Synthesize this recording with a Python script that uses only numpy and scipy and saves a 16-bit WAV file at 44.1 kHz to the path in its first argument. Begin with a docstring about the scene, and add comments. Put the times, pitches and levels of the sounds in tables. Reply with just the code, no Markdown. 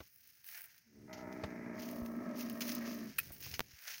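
"""Camel groaning in dry scrub

A camel gives one long, low groan: slow pulses, even at first, then ragged, ring its throat and mouth.
Close by, steps scuff through sand and dry leaves, with soft thuds, small ticks and one snapping twig.
The carried microphone rumbles under a faint outdoor hiss, and near the end something knocks it sharply."""
import sys
import numpy as np
from scipy import signal
from scipy.fft import rfft, irfft
from scipy.io import wavfile
from scipy.ndimage import uniform_filter1d

SR = 44100
rng = np.random.default_rng(int(sys.argv[2]) if len(sys.argv) > 2 else 0)


def transcribe(signal):
    """Save signal, clipped to [-1, 1], as a 16-bit WAV file at the path in sys.argv[1]."""
    frames = np.atleast_2d(signal).T
    limited = np.clip(frames, -1, 1)
    pcm = np.round(limited * 32767).astype(np.int16)
    wavfile.write(sys.argv[1], SR, pcm)


N = 176400
T = np.arange(N) / SR

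# Leaf scuff and fizz through the microphone, which dips at 8 kHz and peaks at 15 kHz: freq_hz, gain_db
SCUFF_COLOUR = [(300, -31), (1100, -9), (1700, 3), (2700, 5.5), (3600, -0.5), (5200, 7), (6600, 4.5),
                (7400, -11.5), (8300, -40), (10000, -18), (13000, -2.5), (16000, -20)]
FIZZ_COLOUR = [(3000, -40), (7500, -24), (9600, -12), (11500, -13), (13300, -13.5), (13900, -9),
               (14400, -2), (15000, 0), (15700, -1), (16300, -12)]


def amp(db):
    """Decibels to gain."""
    return 10 ** (np.asarray(db) / 20)


def unit(x):
    """Scales to rms 1."""
    return x / np.sqrt(np.mean(x ** 2) + 1e-20)


def at_energy(x, db):
    """Scales a short sound to an energy (dB re full scale for one second)."""
    return amp(db) * x / np.sqrt(np.sum(x ** 2) / SR + 1e-20)


def curve(rows, column=1):
    """One column of a table, joined by lines over time."""
    rows = np.array(rows)
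    return np.interp(T, rows[:, 0], rows[:, column])


def add(mix, start_s, sound):
    """Mixes a sound in at a time."""
    part = mix[max(round(start_s * SR), 0):][:len(sound)]
    part += sound[:len(part)]


def colour(x, spectrum):
    """Filters by a spectrum, causally so that clicks keep their edge."""
    hz, db = np.transpose(spectrum)
    bins_hz = abs(np.fft.fftfreq(4096, 1 / SR))
    log_gain = np.log(amp(np.interp(np.log(bins_hz + 1), np.log(hz), db)))
    taps = np.fft.ifft(np.exp(np.conj(signal.hilbert(log_gain)))).real
    return signal.fftconvolve(x, taps[:len(taps) // 2])[:len(x)]


def formants(x, modes):
    """Steep resonances of alternating sign, with dark valleys between them."""
    out = np.zeros(len(x))
    for k, (hz, width_hz, db) in enumerate(sorted(modes)):
        b, a = signal.iirpeak(hz, hz / width_hz, SR)
        out += (-1) ** k * amp(db) * signal.lfilter(b, a, signal.lfilter(b, a, x))
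    return out


def burst(decay_s):
    """A puff of noise that dies away."""
    t = T[:SR // 10]
    return rng.standard_normal(len(t)) * np.exp(-t / decay_s)


def wander(hz):
    """Smooth random drift of rms 1, up to a rate."""
    lowpass = np.exp(-(np.fft.rfftfreq(N, 1 / SR) / hz) ** 4)
    return unit(irfft(rfft(rng.standard_normal(N)) * lowpass, N))


def scrub_hiss(level_db=-76.5):
    """The faint, thin hiss of open scrub."""
    # Tone of the hiss: freq_hz, gain_db
    tone = [(900, -23), (1700, 0.5), (2400, -3.5), (3400, -14), (4300, -6), (5200, 2.5), (6500, 0.5),
            (7600, -24), (12000, -20)]
    return amp(level_db) * unit(colour(rng.standard_normal(N), tone))


def handling_rumble():
    """Low noise swells and fades as the microphone is carried."""
    # Swells of the rumble: time_s, level_db
    swells = [(0, -68), (.1, -83.5), (.88, -82.5), (.98, -64.5), (1.3, -60.5), (2.5, -65), (3.1, -64),
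              (3.25, -61), (3.45, -61), (3.55, -60), (3.64, -65.5), (3.75, -76), (3.81, -88), (4, -77.5)]
    # Tone of the rumble: freq_hz, gain_db
    tone = [(15, -13), (40, -11), (65, 4.5), (130, 9.5), (200, 1.5), (400, -5.5), (700, -13), (2000, -30)]
    return amp(curve(swells)) * unit(colour(rng.standard_normal(N), tone))


def crackle(tone, small_per_s=2500, big_per_s=110, spread_db=4.2, hiss_gain=.55):
    """Thousands of tiny cracks of sand and leaf, a few big ones and a bed of hiss."""
    small = amp(spread_db * np.minimum(rng.exponential(1, N), 4.5)) * rng.choice([-1, 1], N)
    small *= rng.random(N) < small_per_s / SR
    big = 2 * amp(12.5) * rng.uniform(-.73, 1, N)
    big *= rng.random(N) < big_per_s / SR
    return unit(colour(unit(small) + big + hiss_gain * rng.standard_normal(N), tone))


def scuffs(flicker_db=1.5):
    """Three layers of crackle surge under the steps, flickering into clumps."""
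    # Envelopes of the scuff, the finest fizz and the low sandy grinding: time_s, level_db
    scuff = [(0, -69.5), (.07, -66.5), (.12, -84.5), (.28, -68.5), (.43, -78.5), (.46, -65), (.56, -59.5),
             (.63, -72.5), (.68, -72), (.71, -66), (.85, -85), (1.11, -84), (1.14, -109), (1.18, -59),
             (1.26, -81.5), (1.44, -66), (1.55, -75), (1.73, -78), (1.8, -56), (1.94, -63), (2.01, -66.5),
             (2.15, -75), (2.33, -69.5), (2.4, -49.5), (2.45, -61), (2.6, -66), (2.64, -58), (2.695, -44.5),
             (2.74, -53), (2.83, -60), (2.87, -51.5), (2.93, -58), (3.05, -62), (3.16, -65.5),
             (3.22, -59.5), (3.38, -69), (3.44, -49.5), (3.5, -54), (3.55, -57.5), (3.59, -66), (3.64, -67),
             (3.77, -65), (3.84, -59.5), (3.915, -47.5), (4.0, -59.5)]
    fizz = [(0, -64.5), (.1, -67.5), (.3, -66), (.43, -70.5), (.47, -52), (.6, -54.5), (.67, -64),
            (.76, -69), (.86, -80.5), (1.1, -79), (1.3, -77), (1.5, -77), (1.72, -85), (1.8, -60.5),
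            (1.95, -61), (2.03, -62), (2.15, -67.5), (2.33, -80), (2.39, -48.5), (2.47, -63), (2.58, -62),
            (2.69, -44.5), (2.8, -62.5), (2.87, -57), (3.0, -61.5), (3.15, -68), (3.23, -56), (3.37, -65),
            (3.44, -50), (3.55, -58), (3.64, -67.5), (3.77, -67.5), (3.85, -56), (3.91, -51.5), (4, -59)]
    sand = [(0, -83), (.42, -80), (.55, -55.5), (.66, -67), (.85, -82.5), (3.1, -67), (3.3, -66.5),
            (3.55, -100), (3.65, -85), (3.78, -68), (3.9, -51), (4, -68.5)]
    # Tone of grinding sand: freq_hz, gain_db
    sand_colour = [(100, -53), (350, -18.5), (700, -4), (1100, -8), (1600, 8.5), (2400, 3.5), (3500, -8.5),
                   (6000, -10.5)]
    layers = [(scuff, SCUFF_COLOUR), (fizz, FIZZ_COLOUR), (sand, sand_colour)]
    flicker = amp(flicker_db * wander(hz=60.3))
    return flicker * sum(amp(curve(envelope)) * crackle(tone) for envelope, tone in layers)


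def thuds(rise_s=.0063, sag_s=.047):
    """A gritty slap and a low push that sags in pitch and is quickly damped."""
    # Soft thuds: start_s, push_db, pitch_hz, slap_energy_db
    hits = [(.003, -51.5, 102, -70.5), (1.437, -40, 116, -60), (2.017, -43, 83.6, -90),
            (3.304, -57, 71, -76), (3.44, -68, 153.3, -98), (3.463, -47, 130, -76.5), (3.51, -51, 124, -91),
            (3.533, -48, 118, -79), (3.733, -55.5, 98, -111)]
    # Tone of the slap: freq_hz, gain_db
    slap_colour = [(60, -4), (300, 5.5), (750, 3), (1400, -3.5), (3200, -11.5), (5000, -15.5), (12000, -37)]
    out, t = np.zeros(N), T[:SR // 10]
    envelope = t / rise_s * np.exp(1 - t / rise_s)
    for start_s, push_db, pitch_hz, slap_db in hits:
        cycles = pitch_hz * sag_s * (1 - np.exp(-t / sag_s))
        push = amp(push_db) * envelope * np.cos(2 * np.pi * cycles)
        slap = colour(burst(decay_s=.0082), slap_colour)
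        add(out, start_s, push + at_energy(slap, slap_db))
    return out


def stalk_clicks(body_db=-14.5):
    """Very short, glassy cracks of brittle stalks."""
    # Stalks clicking close by: start_s, energy_db
    clicks = [(0.16, -80), (0.488, -73), (0.618, -70), (0.6406, -73), (1.913, -72), (2.7513, -61.5),
              (2.754, -67), (2.788, -74.5)]
    out = np.zeros(N)
    for start_s, energy_db in clicks:
        crack = burst(decay_s=.0012)
        top, body = unit(colour(crack, FIZZ_COLOUR)), unit(colour(crack, SCUFF_COLOUR))
        add(out, start_s, at_energy(top + amp(body_db) * body, energy_db))
    return out


def leaf_cracks():
    """Single dry leaves crack, each with its own balance of body and fizzy top."""
    # Leaves ticking, and leaves crushed underfoot: start_s, energy_db, decay_s, top_over_body_db
    ticks = [(0.209, -85, 0.0024, 11), (0.273, -79.5, .004, 36), (0.444, -77.5, 0.0015, 5),
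             (.489, -75.5, 0.0013, -1), (0.512, -84, 0.0027, -5), (0.546, -75, 0.0022, -8),
             (.577, -77.5, 0.0029, -2), (0.642, -77, 0.0052, 10), (.657, -76.5, .002, 22),
             (.779, -80.5, 0.0086, 3), (1.326, -79.5, 0.0056, -8), (1.82, -75, .002, 22),
             (1.889, -73.5, 0.0012, -2.5), (2.061, -75, 0.0046, -2), (2.391, -76, .002, 19),
             (2.459, -82, .001, 5), (2.498, -67.5, 0.0027, 5), (2.528, -75, 0.0024, 20),
             (3.233, -87, 0.0007, 5), (3.32, -65.5, 0.026, 13.5), (3.405, -74.5, .004, 8),
             (3.514, -70.5, 0.0022, -4)]
    crunches = [(1.129, -70, 0.019, -36), (2.607, -58, 0.018, -0.5), (2.619, -61.5, .007, -32),
                (3.54, -61, 0.014, -9)]
    out = np.zeros(N)
    for start_s, energy_db, decay_s, top_db in ticks + crunches:
        crack = burst(decay_s)
        top, body = unit(colour(crack, FIZZ_COLOUR)), unit(colour(crack, SCUFF_COLOUR))
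        add(out, start_s, at_energy(body + amp(top_db) * top, energy_db))
    return out


def throat_hum(pitch_hz, looseness, centre_hz=241, db_per_octave=56, flutter=.32):
    """The smooth part of the groan: a few low harmonics that flutter as the throat loosens."""
    phase = 2 * np.pi * np.cumsum(pitch_hz) / SR + flutter / 3 * looseness * wander(hz=32)
    hum = np.zeros(N)
    for k in range(2, 7):
        octaves_off = abs(np.log2(k * pitch_hz / centre_hz))
        hum += amp(-db_per_octave * octaves_off) * np.cos(k * phase)
    return unit(hum * (1 + flutter * looseness * wander(hz=32)))


def groan(waver=.014, spread_db=2, puff_s=.014):
    """Slow pulses, ever more ragged and airy, ring the throat and the narrowing mouth over a hum."""
    # Rate of the throat pulses: time_s, pitch_hz
    pitch = [(.85, 78), (.93, 71), (1.0, 73), (1.05, 76), (1.08, 62.5), (1.14, 63), (1.22, 62.4),
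             (1.32, 62.4), (1.42, 64.5), (1.55, 60), (1.66, 58.8), (1.88, 60), (2.14, 58), (2.22, 62),
             (2.28, 59.5), (2.41, 62), (2.49, 58), (2.6, 57.5), (2.7, 61), (2.8, 58.7), (3.04, 58.3),
             (3.12, 52)]
    # Raggedness of their timing: time_s, scatter_cycles
    raggedness = [(.85, .005), (1.15, .015), (1.3, .03), (1.55, .06), (2.0, .07), (2.3, .11), (3.1, .11)]
    # Envelope of the deep throat tone: time_s, level_db
    effort = [(.82, -114), (.87, -68.5), (.93, -64), (.98, -60.5), (1.1, -57), (1.25, -50.5), (1.5, -48.5),
              (1.9, -47), (2.13, -44), (2.45, -45), (2.85, -44.5), (3.07, -45.5), (3.11, -52.5),
              (3.15, -82)]
    # How much of the deep tone is smooth hum: time_s, power_share
    smoothness = [(.85, .98), (.93, .85), (.98, .3), (1.1, .03), (1.5, .02), (1.75, .35), (2.1, .75),
                  (2.3, .7), (3.1, .78)]
    # Envelopes of the mouth tone and the bright rasp: time_s, mouth_db, rasp_db
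    mouth_levels = [(.9, -96, -91), (.98, -78, -81), (1.06, -90, -87), (1.09, -56, -65), (1.23, -54, -64.5),
                    (1.35, -56, -62), (1.56, -58.5, -59.5), (1.76, -56.5, -62), (2.0, -56.5, -67.5),
                    (2.28, -54.5, -64), (2.55, -57, -65), (2.805, -56, -66), (2.815, -51, -45.5),
                    (2.835, -55, -60.5), (3.06, -63.5, -69.5), (3.13, -85, -100)]
    # How wide the mouth gapes: time_s, wide_share
    opening = [(1.1, 1), (1.45, .9), (1.75, .55), (2.0, .05), (3.1, 0)]
    # Resonances of the throat, and of the mouth held wide or narrow: freq_hz, width_hz, gain_db
    throat = [(230.6, 72, 0.5), (301, 53, 2.5), (196, 68, 0.5), (368, 78, -6.5), (431, 96, -6.5),
              (134, 63, -17.5)]
    wide_mouth = [(625, 36.5, 6), (783, 106, -11), (901, 176, -8.5), (1279, 88, -8), (1437, 180, -12)]
    wide_rasp = [(1695, 290, -0.5), (1976, 100, 4.5), (2070, 190, -1), (2350, 360, -9.5)]
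    narrow_mouth = [(601, 92, 4), (705, 260, -12.5), (815, 370, -11.5), (1144, 190, -8.5), (1300, 84, -4.5)]
    narrow_rasp = [(1670, 260, 2.5), (1857, 127, 6), (2007, 360, -3), (2323, 530, -7.5)]
    # Echoes from ground and trunk: delay_s, gain_db
    echoes = [(.0031, -15), (.0074, -8), (.0213, -12), (.038, -2)]

    pitch_hz = curve(pitch) * (1 + waver * wander(hz=14))
    scatter = curve(raggedness)
    looseness = scatter / scatter.max()
    sounding = (T > effort[0][0]) & (T < effort[-1][0])
    cycles = np.cumsum(pitch_hz) / SR
    onsets = np.flatnonzero(np.diff(np.floor(cycles)))  # one pulse a cycle
    onsets = onsets[sounding[onsets]]
    lateness, throat_accent, mouth_accent, slip = rng.standard_normal((len(onsets), 4)).T
    late_s = lateness * scatter[onsets] / pitch_hz[onsets]
    onsets = np.clip(onsets + (late_s * SR).astype(int), 0, N - 1)

    def voiced(modes, accent, breath, rattle_s=.0016):
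        """The pulses, early or late as loose tissue rattles, ring resonances with puffs of breath."""
        pulses = np.zeros(N)
        rattled = onsets + (rattle_s * SR * looseness[onsets] * slip).astype(int)
        pulses[rattled] = amp(spread_db * accent * np.sqrt(looseness[onsets]))
        puffs = signal.lfilter([1], [1, -np.exp(-1 / (puff_s * SR))], pulses) * rng.standard_normal(N)
        air_share = breath * np.sqrt(looseness)
        source = np.sqrt(1 - air_share) * unit(pulses) + np.sqrt(air_share) * unit(puffs)
        ringing = formants(source, modes)
        return ringing / np.std(ringing[onsets[0]:onsets[-1]])

    hum = throat_hum(pitch_hz, looseness) * uniform_filter1d(1. * sounding, size=900)
    growl = voiced(throat, throat_accent, breath=.2, rattle_s=0)
    hum_share, gape = curve(smoothness), curve(opening)
    deep = np.sqrt(hum_share) * hum + np.sqrt(1 - hum_share) * growl
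    bright = np.zeros(N)
    shapes = [(gape, wide_mouth, wide_rasp), (1 - gape, narrow_mouth, narrow_rasp)]
    for share, mouth_modes, rasp_modes in shapes:
        mouth = amp(curve(mouth_levels)) * voiced(mouth_modes, mouth_accent, breath=.6)
        rasp = amp(curve(mouth_levels, column=2)) * voiced(rasp_modes, mouth_accent, breath=.8)
        bright += np.sqrt(share) * (mouth + rasp)
    out = amp(curve(effort)) * deep + bright
    for delay_s, gain_db in echoes:
        add(out, delay_s, amp(gain_db) * bright)
    return out


def twig_snap(tail_db=-19):
    """A few fibres break in quick succession and ring the twig; the brush scatters a short tail."""
    # Fibres breaking: start_s, energy_db
    fibres = [(3.184, -57), (3.1868, -54), (3.189, -57), (3.1916, -56.5), (3.1991, -63)]
    # Resonances of the twig, plus the microphone's high ring near 15 kHz: freq_hz, width_hz, gain_db
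    modes = [(2530, 210, 3), (1866, 320, -4.5), (1390, 660, -13.5), (3050, 920, -18), (4630, 2400, -18),
             (10160, 2900, -11), (14700, 1160, -1)]
    out = np.zeros(N)
    for start_s, energy_db in fibres:
        snap = at_energy(formants(burst(decay_s=.0014), modes), energy_db)
        tail = at_energy(formants(burst(decay_s=.012), modes), energy_db + tail_db)
        add(out, start_s, snap + tail)
    return out


def microphone_knocks(port_hz=15400, port_width_hz=2700, port_db=22):
    """At each knock the pressure swells, flips abruptly and relaxes, ringing the microphone's port."""
    # Knocks on the microphone: start_s, level_db, edge_s, swell_s, relax_s, polarity
    knocks = [(3.5943, -14.5, 0.000028, 0.000062, 0.00017, 1),
              (3.6058, -14.5, 0.000038, 0.00014, 0.000049, -1), (3.6096, -32, 0.00003, 0.0001, .0008, 1)]
    pressure = np.zeros(N)
    t = T[:SR // 50] - T[SR // 100]  # centred on the flip
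    for start_s, level_db, edge_s, swell_s, relax_s, polarity in knocks:
        flip = np.sign(polarity) * np.tanh(t / edge_s)
        envelope = np.exp(-abs(t) / np.where(t < 0, swell_s, relax_s))
        add(pressure, start_s + t[0], amp(level_db) * flip * envelope)
    return pressure + formants(pressure, [(port_hz, port_width_hz, port_db)])


def scene():
    """The groan, the steps through the brush and the handling noises over a faint hiss, in mono."""
    camel = groan()
    steps = scuffs() + leaf_cracks() + stalk_clicks() + twig_snap() + thuds()
    handling = handling_rumble() + microphone_knocks()
    return (camel + steps + handling + scrub_hiss())[None]


def record(dry, cutoff_hz=16100):
    """The recorder's band limit."""
    taps = signal.firwin(401, cutoff_hz, window=("kaiser", 8), fs=SR)
    return signal.oaconvolve(dry, taps[None], "same")


dry = scene()
out = record(dry)
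transcribe(out)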